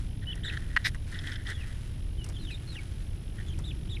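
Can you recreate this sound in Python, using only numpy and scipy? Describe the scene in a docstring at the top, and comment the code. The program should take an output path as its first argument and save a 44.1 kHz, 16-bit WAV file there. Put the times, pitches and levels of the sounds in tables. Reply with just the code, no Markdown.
"""Chicks in a grassy run

Young chickens peep in trilled whistles under a plywood roof, close to a small camera on the ground.
One walks past: grass drags over the housing by stick-slip friction, a stalk strikes its modes,
and stems snap underfoot. Beneath lie a low outdoor rumble, a faint far hum, a soft hiss
and the camera's thin electronic whine."""
import sys
import numpy as np
from scipy import signal
from scipy.fft import rfft, irfft, next_fast_len
from scipy.io import wavfile
from scipy.ndimage import uniform_filter1d, map_coordinates

SR = 44100
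rng = np.random.default_rng(int(sys.argv[2]) if len(sys.argv) > 2 else 0)


def dump_mix(stems):
    """Bounce the given channels to the path in sys.argv[1] as a 16-bit WAV at rate SR."""
    frames = np.atleast_2d(stems).T  # one column per channel
    limited = np.clip(frames, -1, 1)  # hard clip at full scale
    pcm = np.round(limited * 32767).astype(np.int16)
    wavfile.write(sys.argv[1], SR, pcm)


N = 176400

# bright spectrum of snapping stems and fizzing blades: f/Hz, level/dB
CRACKLE_SPECTRUM = [(300, -2), (2000, -43), (4000, -8), (5400, 3), (7000, -3.5), (9500, 0), (12000, -13),
                    (15000, -23)]


def amp(db):
    """Amplitude ratio of a level in decibels."""
    return 10 ** (np.asarray(db) / 20)


def unit(x):
    """Normalisation to rms 1."""
    return x / np.sqrt(np.mean(x ** 2) + 1e-20)


def clock():
    """Sample times in seconds."""
    return np.arange(N) / SR


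def level(rows):
    """Amplitude envelope interpolated through rows of t/s, level/dB."""
    return amp(np.interp(clock(), *np.transpose(rows)))


def arches(rows):
    """Superposed half-sine envelopes from rows of t/s, duration/s, level/dB."""
    return sum(amp(db) * np.sin(np.pi * np.clip((clock() - s) / length, 0, 1)) for s, length, db in rows)


def wobble(rate):
    """Random modulation: a spline through `rate` Gaussian values a second."""
    return map_coordinates(rng.standard_normal(int(N * rate / SR) + 4), [clock() * rate])


def filtered(x, response):
    """Linear filtering: the spectrum of x times a frequency response."""
    size = next_fast_len(N + SR // 2)
    return irfft(rfft(x, size) * response(np.fft.rfftfreq(size, 1 / SR)), size)[:N]


def coloured(x, spectrum):
    """Spectral shaping by rows of f/Hz, level/dB, with roll-off outside them, at rms 1."""
    f, db = np.transpose(spectrum)
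    f = np.r_[f[0] / 2, f, f[-1] * 2]
    db = np.r_[db[0] - 20, db, -120]
    return unit(filtered(x, lambda hz: amp(np.interp(np.log(hz + 1), np.log(f), db))))


def noise(spectrum):
    """Gaussian noise with the given spectral envelope."""
    return coloured(rng.standard_normal(N), spectrum)


def slips(per_s, spread_db):
    """Stick-slip friction as a Poisson train of impulses of random sign and size."""
    impulses = (rng.random(N) < per_s / SR) * rng.choice([-1, 1], N)
    return impulses * amp(spread_db * np.minimum(rng.exponential(size=N), 4))


def bursts(rows, t60_s):
    """Envelope of fast attacks and exponential decays from rows of t/s, level/dB."""
    envelope = np.zeros(N)
    for s, db in rows:
        t = np.maximum(clock()[round(s * SR):][:SR // 4] - s, 0)
        attack = 1 - np.exp(-t / .0006)
        add(envelope, s, amp(db - 60 * t / t60_s) * attack / 2)
    return envelope


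def add(track, s, sound):
    """Superposition of a sound on a track, from s seconds on."""
    part = track[round(s * SR):][:len(sound)]
    part += sound[:len(part)]


def rumble_and_hum():
    """Slow amplitude modulation of low-frequency noise: a broad rumble and a narrow-band far hum."""
    # spectra: f/Hz, level/dB
    rumble_spectrum = [(20, 2), (30, -2.5), (42, 4), (52, -1.5), (100, -2), (127, -7), (215, -19),
                       (310, -23.5), (445, -33.5), (780, -48.5)]
    hum_spectrum = [(270, -18), (320, -8), (385, -16)]
    # envelopes: t/s, level/dB
    rumble_swell = [(0, -33.5), (1.75, -36), (1.95, -34.5), (2.7, -36), (3.45, -33.5)]
    hum_swell = [(1.8, -69), (2.4, -52.5), (3.1, -69.5), (3.45, -53), (4, -58.5)]
    return level(rumble_swell) * noise(rumble_spectrum) + level(hum_swell) * noise(hum_spectrum)


def hiss(flutter_hz=47):
    """Steady broadband noise, plus a band that flutters by sinusoidal amplitude modulation."""
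    # spectra: f/Hz, level/dB
    steady_spectrum = [(400, 8), (800, 3), (1200, -3.5), (2000, -5.5), (3000, -2), (4400, -9.5), (5200, -4),
                       (7000, -15), (9000, -12.5), (10200, -4), (11100, -14.5), (12700, -19.5),
                       (13200, -12), (13800, -32), (15300, -22)]
    flutter_spectrum = [(1500, -9), (2500, -6), (3000, -2), (3800, -6), (5000, -20)]
    flutter = unit(1 + np.sin(2 * np.pi * flutter_hz * clock())) * noise(flutter_spectrum)
    return amp(-60) * noise(steady_spectrum) + amp(-62.5) * flutter


def whine():
    """Steady pure tones from the camera's electronics; the close pair beats."""
    # partials: f/Hz, rms level/dB
    partials = [(10645, -67.5), (10693, -71.5), (13187, -86)]
    return sum(np.sqrt(2) * amp(db) * np.sin(2 * np.pi * hz * clock()) for hz, db in partials)


def rustle():
    """Friction of feathers and grass: many tiny slips merge into an unsteady noise."""
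    # envelope: t/s, level/dB
    swell = [(0, -58.5), (.25, -78), (.55, -58), (.7, -58.5), (1.03, -66), (1.12, -52), (1.22, -55),
             (1.3, -49), (1.4, -66.5), (1.5, -49), (1.56, -59), (1.68, -55), (1.95, -62), (2.15, -69),
             (2.27, -61.5), (2.9, -59), (3.25, -66.5), (3.42, -61.5), (4, -64)]
    # spectrum: f/Hz, level/dB
    spectrum = [(400, -11), (1500, 7.5), (5000, -1), (8000, -5), (10000, -3), (12000, -17), (15000, -29)]
    return level(swell) * amp(1.2 * wobble(60)) * coloured(slips(per_s=1200, spread_db=2.5), spectrum)


def dragging_grass(shake_db=2.5):
    """Stick-slip friction of blades on the housing, swelling and fading with each stroke."""
    # strokes: t/s, duration/s, level/dB
    strokes = [(0.22, 0.028, -52), (0.254, 0.17, -52), (0.419, 0.17, -41), (0.563, 0.016, -38.5),
               (0.574, 0.11, -51.5), (0.687, 0.071, -50), (0.745, 0.11, -49.5), (1.097, 0.14, -44.5),
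               (1.213, 0.16, -40.5), (1.353, 0.018, -42), (1.45, 0.092, -37.5), (1.367, 0.069, -51),
               (1.5, .3, -52.5), (2.5, 0.017, -47), (2.75, 0.015, -49), (2.807, 0.026, -51),
               (3.36, 0.081, -52.5)]
    # spectrum: f/Hz, level/dB
    spectrum = [(300, -8.5), (1100, -30), (1450, -6), (1700, -1.5), (1920, 4), (2200, -12.5), (2600, -30),
                (3100, -9), (3550, -12), (4100, -17), (4900, -30), (5350, -25), (6000, -30), (10000, -34),
                (15000, -57)]
    pressure = arches(strokes) * unit(amp(shake_db * wobble(160)))
    return pressure * coloured(slips(per_s=870, spread_db=0.5), spectrum)


def voice(pitch_hz, db, trill, octave_db):
    """A whistle under amplitude and frequency modulation; trill (0-1) adds roughness and a husky octave."""
    trill_hz, edge_s = 260, .0024
    swing_hz, jitter_share, rasp_db, fuzz_share = 120, .022, 8.5, .85  # at full trill
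    t = np.arange(len(pitch_hz)) / SR
    drift, rasp, jitter, fuzz = [map_coordinates(rng.standard_normal(256), [t * rate])
                                 for rate in (60, 140, 900, 800)]
    shake = np.sin(2 * np.pi * np.cumsum(trill_hz * (1 + 0.04 * drift)) / SR)
    glide_hz = uniform_filter1d(pitch_hz, size=200)
    hz = glide_hz * (1 + jitter_share * trill * jitter) + swing_hz * trill * shake
    phase = 2 * np.pi * np.cumsum(hz) / SR
    edge = np.clip(np.minimum(t, t[-1] - t) / edge_s, 0, 1)
    envelope = edge * amp(db) * unit((1 + trill * shake) * amp(rasp_db * trill * rasp))
    octave = trill ** 2 * amp(octave_db) * (np.sqrt(1 - fuzz_share ** 2) + fuzz_share * fuzz)
    return np.sqrt(2) * envelope * (np.sin(phase) + octave * np.sin(2 * phase))


def peeps():
    """Short frequency glides through five turning points: start, crest, sag, hook and end."""
    # calls: t/s, duration/s, f/Hz at each of the five points, level/dB, trill depth
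    calls = [(0.268, 0.068, 2900, 3013, 2980, 3480, 2720, -38, 0.11),
             (.433, 0.071, 2820, 3854, 3460, 4000, 2390, -38.5, 0.38),
             (2.179, 0.074, 3180, 3040, 2880, 2980, 2690, -52, .05),
             (2.331, 0.076, 3400, 3550, 3080, 3650, 2880, -53, 0.32),
             (2.504, 0.079, 3490, 3990, 3600, 4150, 2060, -50, 0.44),
             (3.461, .085, 3365, 3455, 3090, 3200, 2400, -53, 0.53),
             (3.638, 0.083, 3200, 3900, 3480, 3560, 2350, -46, 0.38),
             (3.887, 0.089, 2740, 3826, 3360, 3920, 2120, -45.5, 0.36)]
    # at the five points: share of the duration; relative level/dB; octave level/dB at full trill
    points = [0, .22, .63, .79, 1]
    swell_db = [-5, -0.5, 1.5, -6, -0.5]
    octave_db = [-22, 2, -5, -13, -25]
    out = np.zeros(N)
    for s, length, *contour_hz, db, trill in calls:
        progress = np.linspace(0, 1, int(length * SR))
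        leg, part = np.divmod(np.interp(progress, points, np.arange(5)), 1)
        ease = np.sin(np.pi * part / 2) ** np.where(leg == 0, 1, 2)
        pitch_hz = np.interp(leg + ease, np.arange(5), contour_hz)
        call_db = db + np.interp(progress, points, swell_db)
        add(out, s, voice(pitch_hz, call_db, trill, np.interp(progress, points, octave_db)))
    return out


def roof(x, t60_s=0.099):
    """Reverberation from the plywood roof and fence: convolution with exponentially decaying noise."""
    t = np.arange(SR // 4) / SR
    tail = rng.standard_normal(len(t)) * amp(-60 * t / t60_s) * (t > .003)
    return signal.fftconvolve(x, tail / np.linalg.norm(tail))[:N]


def footsteps():
    """Fracture and impact: a stem snaps in a bright burst over a duller, longer footfall."""
    # steps: t/s, snap level/dB, footfall level/dB relative to the snap
    steps = [(.354, -41, -6), (0.527, -45, -11), (0.946, -40.5, -4), (1.501, -36, -12), (2.243, -33, -11.5),
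             (2.262, -43, -5), (2.288, -36.5, -9), (2.297, -44, -3.5), (2.51, -43, -12), (2.754, -47, -12),
             (2.832, -47, -6), (3.5878, -37, -3)]
    # footfall spectrum: f/Hz, level/dB
    foot_spectrum = [(150, -8), (500, -5.5), (1000, -11), (2200, -13), (4000, -58)]
    snaps = bursts([(s, db) for s, db, _ in steps], t60_s=0.03) * noise(CRACKLE_SPECTRUM)
    feet = bursts([(s, db + weight) for s, db, weight in steps], t60_s=0.11) * noise(foot_spectrum)
    return snaps + feet


def catching_blades():
    """Damped transients: blades catch on an edge, each giving a brief burst of noise."""
    # catches: t/s, level/dB
    catches = [(.570, -38), (1.145, -32), (1.1887, -27), (1.272, -30), (1.3174, -26.5), (1.357, -30),
               (1.468, -30.5)]
    # spectrum: f/Hz, level/dB
    spectrum = [(1000, -22), (1900, -10), (2600, -9), (3400, 10.5), (4500, -10), (5400, -0.5), (6500, -37),
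                (15000, -41)]
    return bursts(catches, t60_s=.03) * noise(spectrum)


def stalk_knocks():
    """Impulse excitation: a stalk slaps and chatters on the housing, ringing its damped modes."""
    # slaps: t/s, peak level/dB
    slaps = [(0.7625, -26), (.7653, -9.5), (0.7682, -36), (0.77, -14), (0.7731, -13), (0.7763, -35),
             (0.869, -21), (0.9467, -32), (0.9539, -36)]
    # housing modes: f/Hz, bandwidth/Hz, relative level/dB at resonance
    modes = [(1658, 120, 9), (1887, 140, 15), (2400, 160, -6), (2760, 120, -0.5), (4160, 150, -11)]
    band_hz = [1020, 6000]  # the small housing radiates little below, the soft stalk excites little above
    t = np.arange(SR // 20) / SR
    ring = sum(amp(db) * width * np.exp(-np.pi * width * t) * np.sin(2 * np.pi * hz * t)
               for hz, width, db in modes)
    ring = signal.sosfilt(signal.butter(3, band_hz, "band", fs=SR, output="sos"), ring)
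    out = np.zeros(N)
    for s, db in slaps:
        add(out, s, amp(db) * ring / np.abs(ring).max())
    return out


def swiping_blade():
    """Fast sliding friction: one blade crosses the housing in dense slips, with fizz during the crossing; a
    further puff of fizz comes with the stalk's slap."""
    # swipe envelope: t/s, level/dB
    swell = [(.837, -100), (.842, -45), (.848, -30.5), (.859, -23.5), (.868, -28), (.873, -32),
             (.882, -37.5), (.894, -44), (.899, -100)]
    # swipe spectrum: f/Hz, level/dB
    spectrum = [(500, -23), (1150, -21), (1500, -8), (1900, 4), (2650, -10.5), (3200, -10.5), (3900, -2.5),
                (4350, -12.5), (5200, -8), (6700, -25), (9400, -28), (15000, -36)]
    # puffs of bright noise: t/s, duration/s, level/dB
    fizzes = [(0.76, .018, -50), (.856, 0.04, -44)]
    swipe = level(swell) * coloured(slips(per_s=4300, spread_db=1.0), spectrum)
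    return swipe + arches(fizzes) * noise(CRACKLE_SPECTRUM)


def falling_calls():
    """Long downward glides; slow frequency modulation breaks the fall into steps, thinning at each."""
    # calls: t/s, duration/s, first and last f/Hz, exponent delaying the fall,
    # early, middle and late level/dB, trill depth
    calls = [(1.529, .11, 3440, 2400, 1.34, -49.5, -56, -49, 0.4),
             (2.383, .162, 4184, 2387, 1.15, -54.5, -52, -44, 0.36),
             (2.669, .135, 4205, 2180, 1.7, -49.5, -51.5, -43, 0.35)]
    # share of the duration at start, early, middle, late and end
    points = [0, .2, .5, .8, 1]
    step_rate_hz, step_depth, break_db, fade_db = 29.2, 0.037, 3.5, 7.5
    out = np.zeros(N)
    for s, length, first_hz, last_hz, hold, early, middle, late, trill in calls:
        progress = np.linspace(0, 1, int(length * SR))
        fall = np.sin(np.pi * progress ** hold / 2) ** 2
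        mid_fall = np.sin(np.pi * fall)
        step_phase = 2 * np.pi * step_rate_hz * length * progress
        glide_hz = first_hz + (last_hz - first_hz) * fall
        pitch_hz = glide_hz * (1 + step_depth * mid_fall * np.sin(step_phase))
        db = np.interp(progress, points, [early - fade_db, early, middle, late, late - fade_db])
        db += break_db * mid_fall * (np.cos(step_phase) - .5)
        add(out, s, voice(pitch_hz, db, trill, octave_db=-1.5))
    return out


def scene():
    """Superposition of the background, the calls with their reverberation, and the contact sounds."""
    calls = peeps() + falling_calls()
    reverberation = amp(-11) * roof(calls)
    on_housing = dragging_grass() + catching_blades() + stalk_knocks() + swiping_blade()
    walking = rustle() + footsteps()
    return (rumble_and_hum() + hiss() + calls + reverberation + on_housing + walking)[None]


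def record(dry):
    """Band limiting: the camera adds its whine and passes nothing above its cutoff."""
    cutoff_hz = 15400
    return filtered(dry[0] + whine(), lambda hz: hz < cutoff_hz)[None]


dry = scene()
out = record(dry)
dump_mix(out)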